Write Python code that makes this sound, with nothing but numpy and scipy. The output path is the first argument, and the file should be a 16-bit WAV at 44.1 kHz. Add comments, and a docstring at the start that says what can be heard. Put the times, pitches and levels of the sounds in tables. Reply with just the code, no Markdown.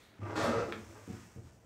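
"""A chair pushed back from a table

Someone stands up in a small, live room with a hard floor. Stick-slip friction of the chair's legs
drives the resonances of its frame: it judders, squeaks, rasps and groans, then stops with a sharp tick.
Soft, heavy steps set the floorboards ringing, and clothes rustle over quiet room noise."""
import sys
import numpy as np
from scipy import signal
from scipy.fft import rfft, irfft, next_fast_len
from scipy.io import wavfile
from scipy.ndimage import map_coordinates

SR = 44100
rng = np.random.default_rng(int(sys.argv[2]) if len(sys.argv) > 2 else 0)


def bounce(signal):
    """Save signal as a 16-bit WAV file at the path given by the first command-line argument."""
    frames = np.transpose(np.atleast_2d(signal))
    limited = np.clip(frames, -1, 1)
    pcm = np.round(limited * 32767).astype(np.int16)
    wavfile.write(sys.argv[1], SR, pcm)


N = 72765
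RASP_SLIP_HZ, GROAN_SLIP_HZ, GRAIN_HZ = 400, 260, 3000  # median impulse rates


def amp(db):
    """Amplitude ratio of a level in decibels."""
    return 10 ** (np.asarray(db) / 20)


def unit(x):
    """Normalisation to an rms of 1."""
    return x / np.sqrt(np.mean(x ** 2) + 1e-20)


def along(points, hz):
    """Interpolation of (frequency_hz, value) points on a logarithmic frequency axis."""
    frequencies, values = np.transpose(points)
    return np.interp(np.log(hz + 1), np.log(frequencies + 1), values)


def envelope(points):
    """Amplitude envelope through (time_s, level_db) points, silent outside them."""
    time_s, level_db = np.transpose(points)
    t = np.arange(N) / SR
    return amp(np.interp(t, time_s, level_db)) * ((t >= time_s[0]) & (t <= time_s[-1]))


def filtered(x, response):
    """Linear filtering: the spectrum is multiplied by a complex frequency response."""
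    size = 2 * next_fast_len(N)
    return irfft(rfft(x, size) * response(np.fft.rfftfreq(size, 1 / SR)), size)[:N]


def coloured(x, spectrum):
    """Minimum-phase filtering to a (frequency_hz, gain_db) shape, made causal by folding the cepstrum."""
    def response(hz):
        cepstrum = irfft(np.log(amp(along(spectrum, hz))))
        half = len(cepstrum) // 2
        return np.exp(rfft(np.r_[cepstrum[0], 2 * cepstrum[1:half], np.zeros(half)]))
    return filtered(x, response)


def resonate(x, modes):
    """Modal superposition: x drives parallel damped resonators (pitch_hz, width_hz, gain_db)."""
    def response(hz):
        return sum(amp(gain_db) * 1j * hz * width / (pitch ** 2 - hz ** 2 + 1j * hz * width)
                   for pitch, width, gain_db in modes)
    return filtered(x, response)


def slips(median_hz, jitter, scatter_db):
    """Stick-slip friction as an impulse train with log-normal spacings and sizes."""
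    spacing, size = rng.standard_normal((8192, 2)).T
    at = (np.cumsum(np.exp(jitter * spacing)) * SR / median_hz).astype(int)
    return np.bincount(at[at < N], amp(scatter_db * size[at < N]), N)


def add(track, start_s, sound):
    """Superposition of a sound on the track from start_s onward."""
    start = round(start_s * SR)
    track[start:start + len(sound)] += sound[:N - start]


def in_room(x, tail_db):
    """Reverberation: a diffuse, exponentially decaying tail follows the sound, longest in the bass."""
    # reverberation time: frequency_hz, t60_s
    decay = [(80, 0.61), (300, 0.39), (2000, 0.32), (6000, 0.37), (15000, 0.36)]
    delay_s = .004
    hz, t, noise = signal.stft(rng.standard_normal(SR // 2), SR, nperseg=256)
    tail = signal.istft(noise * amp(-60 * t / along(decay, hz)[:, None]), SR)[1]
    tail = np.pad(tail / np.linalg.norm(tail), (round(delay_s * SR), 0))
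    return (x + amp(tail_db) * signal.fftconvolve(x, tail)[:N]) / np.hypot(1, amp(tail_db))


def room_noise():
    """Stationary Gaussian noise, strongest in the bass, forms the background."""
    # noise spectrum: frequency_hz, gain_db
    spectrum = [(20, -3), (45, -1), (90, 6.5), (150, -2.5), (300, -2), (650, -6), (1200, -14.5),
                (4000, -29.5), (9000, -42), (16000, -36)]
    return amp(-63.5) * unit(coloured(rng.standard_normal(N), spectrum))


def grains(levels, spectrum, scatter_db, jitter=.8):
    """Granular friction: tiny impulses, too dense to hear singly, merge into coloured noise."""
    return unit(coloured(slips(GRAIN_HZ, jitter, scatter_db), spectrum)) * envelope(levels)


def clothes():
    """Cloth friction: a sleeve slides on the table, clothes and soles rub, the turning body swishes."""
    # envelope of each rub: time_s, level_db
    sleeve_levels = [(0, -66), (.045, -64.5), (.11, -70.5), (.17, -74), (.22, -88)]
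    rustle_levels = [(0, -66), (.1, -70.5), (.2, -62.5), (.85, -63.5), (.91, -62), (.96, -63), (1.04, -63),
                     (1.11, -58), (1.18, -58), (1.26, -63), (1.34, -67.5), (1.42, -74), (1.48, -65),
                     (1.58, -85), (1.7, -69)]
    swish_levels = [(0, -69), (.05, -72.5), (.12, -84), (.3, -68.5), (.7, -64), (.85, -63.5), (1.05, -64),
                    (1.11, -62), (1.26, -64.5), (1.34, -67.5), (1.4, -72), (1.48, -69), (1.58, -72.5),
                    (1.7, -79)]
    # spectrum of each rub: frequency_hz, gain_db
    sleeve_spectrum = [(400, -30), (1900, 7.5), (2700, 0.5), (4000, 5.5), (5000, -10), (10000, -12),
                       (16000, -16)]
    rustle_spectrum = [(150, -6.5), (500, -0.5), (750, -3.5), (950, -2), (1400, 0.5), (2500, -7),
                       (3800, -15), (6000, -20.5), (16000, -41)]
    swish_spectrum = [(500, -3), (2500, -4.5), (4000, -8.5), (5500, -0.5), (8000, -1.5), (9800, -12.5),
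                      (13000, -14), (16000, -15.5)]
    sleeve = grains(sleeve_levels, sleeve_spectrum, scatter_db=.5)
    rustle = grains(rustle_levels, rustle_spectrum, scatter_db=.5)
    swish = grains(swish_levels, swish_spectrum, scatter_db=.5)
    return in_room(sleeve + rustle + swish, tail_db=-6.5)


def judder():
    """Forced resonance: nearly periodic slips sustain the lowest mode of the chair's frame."""
    # envelope of the shaking: time_s, level_db
    levels = [(.185, -77), (.198, -48), (.215, -44), (.24, -31.5), (.268, -47.5), (.315, -42.5),
              (.345, -51), (.42, -44), (.53, -46), (.572, -46), (.615, -50.5), (.735, -48), (.77, -58),
              (1.04, -60.5), (1.1, -75)]
    pitch_hz, width_hz = 102.4, 38
    mode = [(pitch_hz, width_hz, 0)]
    pulses = slips(pitch_hz, jitter=.051, scatter_db=5.5)
    return unit(resonate(resonate(pulses, mode), mode)) * envelope(levels)


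def legs(levels, median_hz, modes, scatter_db, shell_db):
    """Impulse excitation: irregular slips of the legs drive the chair's modes and its broadband shell."""
    # response of the shell: frequency_hz, gain_db
    shell_spectrum = [(25, -20), (50, -5), (90, 9), (170, 1), (300, -0.5), (700, -4.5), (900, -7.5),
                      (1300, -13.5), (2000, -7.5), (3000, -16.5), (6000, -21.5), (9000, -40), (16000, -49)]
    corner_hz = 2830  # of three low-pass poles that dull the ringing
    pulses = slips(median_hz, jitter=.8, scatter_db=scatter_db)
    ring = filtered(resonate(pulses, modes), lambda hz: 1 / (1 + 1j * hz / corner_hz) ** 3)
    shell = amp(shell_db) * unit(coloured(pulses, shell_spectrum))
    return unit(unit(ring) + shell) * envelope(levels)


def rasp():
    """Fast stick-slip motion rasps under the sitter's weight and returns as a light last rub."""
    # envelope of the rasp: time_s, level_db
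    levels = [(.185, -70), (.205, -60.5), (.225, -47.5), (.29, -40.5), (.352, -40.5), (.366, -33.5),
              (.46, -33), (.52, -38), (.62, -44.5), (.66, -51), (.72, -57), (.86, -68.5), (.92, -55),
              (.96, -52.5), (1.05, -71)]
    # modes of the loaded chair: pitch_hz, width_hz, gain_db
    modes = [(230, 12, -9), (298, 28, 7.5), (338, 55, 3), (510, 250, 4), (668, 82, 3), (760, 70, -15),
             (974, 150, 2), (1157, 59, 3), (1414, 72, 3), (1844, 59, -1.5)]
    return legs(levels, RASP_SLIP_HZ, modes, scatter_db=2, shell_db=-8.5)


def grit():
    """Granular friction under the chair's feet gives the scrape its gritty treble."""
    # envelope of the grit: time_s, level_db
    levels = [(.2, -89), (.26, -70), (.35, -61), (.364, -40.5), (.445, -43), (.5, -49.5), (.6, -57.5),
              (.66, -66), (.73, -59.5)]
    # grain spectrum: frequency_hz, gain_db
    spectrum = [(500, -47), (1600, 10), (2700, -5), (3600, 2), (4800, -3.5), (6000, -6), (7800, -8),
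                (9500, -19.5), (12000, -22.5), (16000, -35)]
    return grains(levels, spectrum, scatter_db=3.5)


def squeak():
    """As static friction gives way, slips of the chair's feet excite two high, narrow resonances."""
    # envelope of the squeak: time_s, level_db
    levels = [(.213, -91), (.219, -48), (.265, -59), (.29, -65), (.325, -82), (.36, -27)]
    # resonances, applied twice: pitch_hz, width_hz, gain_db
    modes = [(1185, 56, -2), (2480, 81, -14.5)]
    pulses = slips(RASP_SLIP_HZ, jitter=.46, scatter_db=6)
    return unit(resonate(resonate(pulses, modes), modes)) * envelope(levels)


def thumps():
    """Impacts of chair feet, heels and soles push the floor and excite modes near each contact's pitch."""
    # impacts, lower in pitch for softer contacts: start_s, level_db, pitch_hz
    impacts = [(0.192, -48.5, 252), (0.224, -48, 196), (0.472, -41.5, 81.6), (0.724, -48, 320),
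               (0.813, -46, 77.5), (0.892, -54, 74.4), (1.077, -40, 285), (1.0864, -46.5, 111),
               (1.099, -39.5, 192), (1.13, -43.5, 101), (1.135, -49, 338), (1.198, -54, 105),
               (1.361, -40.5, 137), (1.367, -47.5, 556), (1.384, -43, 120), (1.449, -45.5, 82),
               (1.536, -54, 115)]
    # floorboard modes: pitch_hz, gain_db, t60_s
    boards = [(86, -22, 0.039), (101.6, -2.5, 0.12), (120, 2.5, 0.04), (189.7, 4.5, 0.09),
              (222.4, 2, 0.082), (270, 1.5, 0.15), (345, -5, 0.19), (452, -1.5, 0.14), (740, -7, 0.15)]
    attack_s, contact_q = .0024, 1.8
    push_db, push_cycles = -.5, 2.54
    track, t = np.zeros(N), np.arange(SR // 2) / SR
    for start_s, level_db, contact_hz in impacts:
        ring = np.zeros(len(t))
        for mode_hz, gain_db, t60_s in boards:
            detuning = contact_q * (mode_hz / contact_hz - contact_hz / mode_hz)
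            gain = amp(gain_db + rng.normal(0, 1)) / np.hypot(1, detuning)
            ring += gain * np.sin(2 * np.pi * mode_hz * t) * amp(-60 * t / t60_s)
        push_decay = np.exp(-(t * contact_hz / push_cycles) ** 2)
        push = amp(push_db) * np.sin(2 * np.pi * contact_hz * t) * push_decay
        attack = 1 - np.exp(-t / attack_s)
        add(track, start_s, amp(level_db) * (ring + push) * attack)
    return in_room(track, tail_db=-3)


def singing():
    """Mode locking: a leg's slips lock onto one resonance, which wavers and sags as the load eases."""
    # locked tones: start_s, length_s, pitch_hz, level_db
    tones = [(.348, .05, 325, -34), (0.32, 0.15, 250, -50), (.46, 0.069, 231, -32.5),
             (.425, 0.098, 541, -40.5), (.53, .1, 454, -31.5), (.575, 0.082, 480, -35.5),
             (0.42, 0.114, 1278, -43), (.885, 0.072, 332, -54)]
    sag_per_s, waver_depth = .44, .022  # as fractions of the pitch
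    wavers_per_s = 192
    track = np.zeros(N)
    for start_s, length_s, pitch_hz, level_db in tones:
        t = np.arange(round(length_s * SR)) / SR
        waver = map_coordinates(rng.standard_normal(256), [t * wavers_per_s])
        hz = pitch_hz * (1 - sag_per_s * (t - length_s / 2) + waver_depth * waver)
        swell = amp(level_db) * np.sin(np.pi * t / length_s)
        add(track, start_s, swell * np.sin(2 * np.pi * np.cumsum(hz) / SR))
    return in_room(track, tail_db=-8)


def groan():
    """Slower stick-slip motion draws a hollow groan from the chair as the weight comes off."""
    # envelope of the groan: time_s, level_db
    levels = [(.4, -49), (.47, -37.5), (.535, -35.5), (.575, -34.5), (.615, -35), (.645, -46.5), (.72, -63),
              (.77, -86)]
    # modes of the lightened chair: pitch_hz, width_hz, gain_db
    modes = [(217, 29, -8), (278, 19, -11), (343, 13, -7), (452, 58, 0.5), (490, 22, -10), (549, 54, 1),
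             (687, 30, -7), (1190, 45, -4.5), (1280, 35, 7.5), (2620, 43, -9.5)]
    return legs(levels, GROAN_SLIP_HZ, modes, scatter_db=1.5, shell_db=-5.5)


def sand():
    """Brittle fracture: sand crushed under a foot gives a brief, bright sizzle."""
    # envelope of the sizzle: time_s, level_db
    levels = [(.425, -74), (.441, -50), (.455, -68), (.5, -84)]
    # grain spectrum: frequency_hz, gain_db
    spectrum = [(3000, -20), (9000, 5), (16000, -5)]
    return grains(levels, spectrum, scatter_db=2, jitter=.73)


def drone():
    """Lightly damped low modes drone as the empty chair slides to rest."""
    # envelope of the drone: time_s, level_db
    levels = [(.63, -61), (.67, -47), (.715, -41), (.76, -53.5), (.81, -56), (.87, -71)]
    # modes of the empty chair: pitch_hz, width_hz, gain_db
    modes = [(221, 18, 9), (343, 21, 7), (423, 21, 0), (530, 11, -11), (700, 15, -9)]
    return legs(levels, GROAN_SLIP_HZ, modes, scatter_db=.5, shell_db=-6)


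def ticks():
    """A short, hard contact has a broad spectrum: it cracks and rings the wood as the chair stops."""
    # contact impulses: start_s, level_db
    contacts = [(0.724, -11), (0.7426, -30)]
    # resonances of the wood, applied twice: pitch_hz, width_hz, gain_db
    modes = [(1356, 210, 5), (1717, 420, 5.5), (2294, 520, 3), (3235, 600, -2)]
    crack_db, crack_t60_s = -31, .0014
    track, t = np.zeros(N), np.arange(SR // 20) / SR
    for start_s, level_db in contacts:
        blow = np.zeros(N)
        blow[round(start_s * SR)] = amp(level_db)
        track += resonate(resonate(blow, modes), modes)
        crack = rng.standard_normal(len(t)) * amp(-60 * t / crack_t60_s)
        add(track, start_s, amp(level_db + crack_db) * crack)
    return in_room(track, tail_db=-1)


def scene():
    """Sound pressures add: chair, steps and clothes sum with the room's noise in one channel."""
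    background = room_noise()
    frame = judder()
    scrape = in_room(rasp() + groan() + squeak() + grit() + sand() + drone(), tail_db=2)
    chair = frame + scrape + singing() + ticks()
    return (chair + thumps() + clothes() + background)[None]


def record(dry):
    """The microphone is a band-pass filter: a second-order bass roll-off and a sharp upper limit."""
    bass_cut_hz, top_hz = 56, 15700

    def response(hz):
        s = 1j * hz / bass_cut_hz
        return (hz < top_hz) * s * s / (s * s + np.sqrt(2) * s + 1)
    return filtered(dry[0], response)[None]


dry = scene()
out = record(dry)
bounce(out)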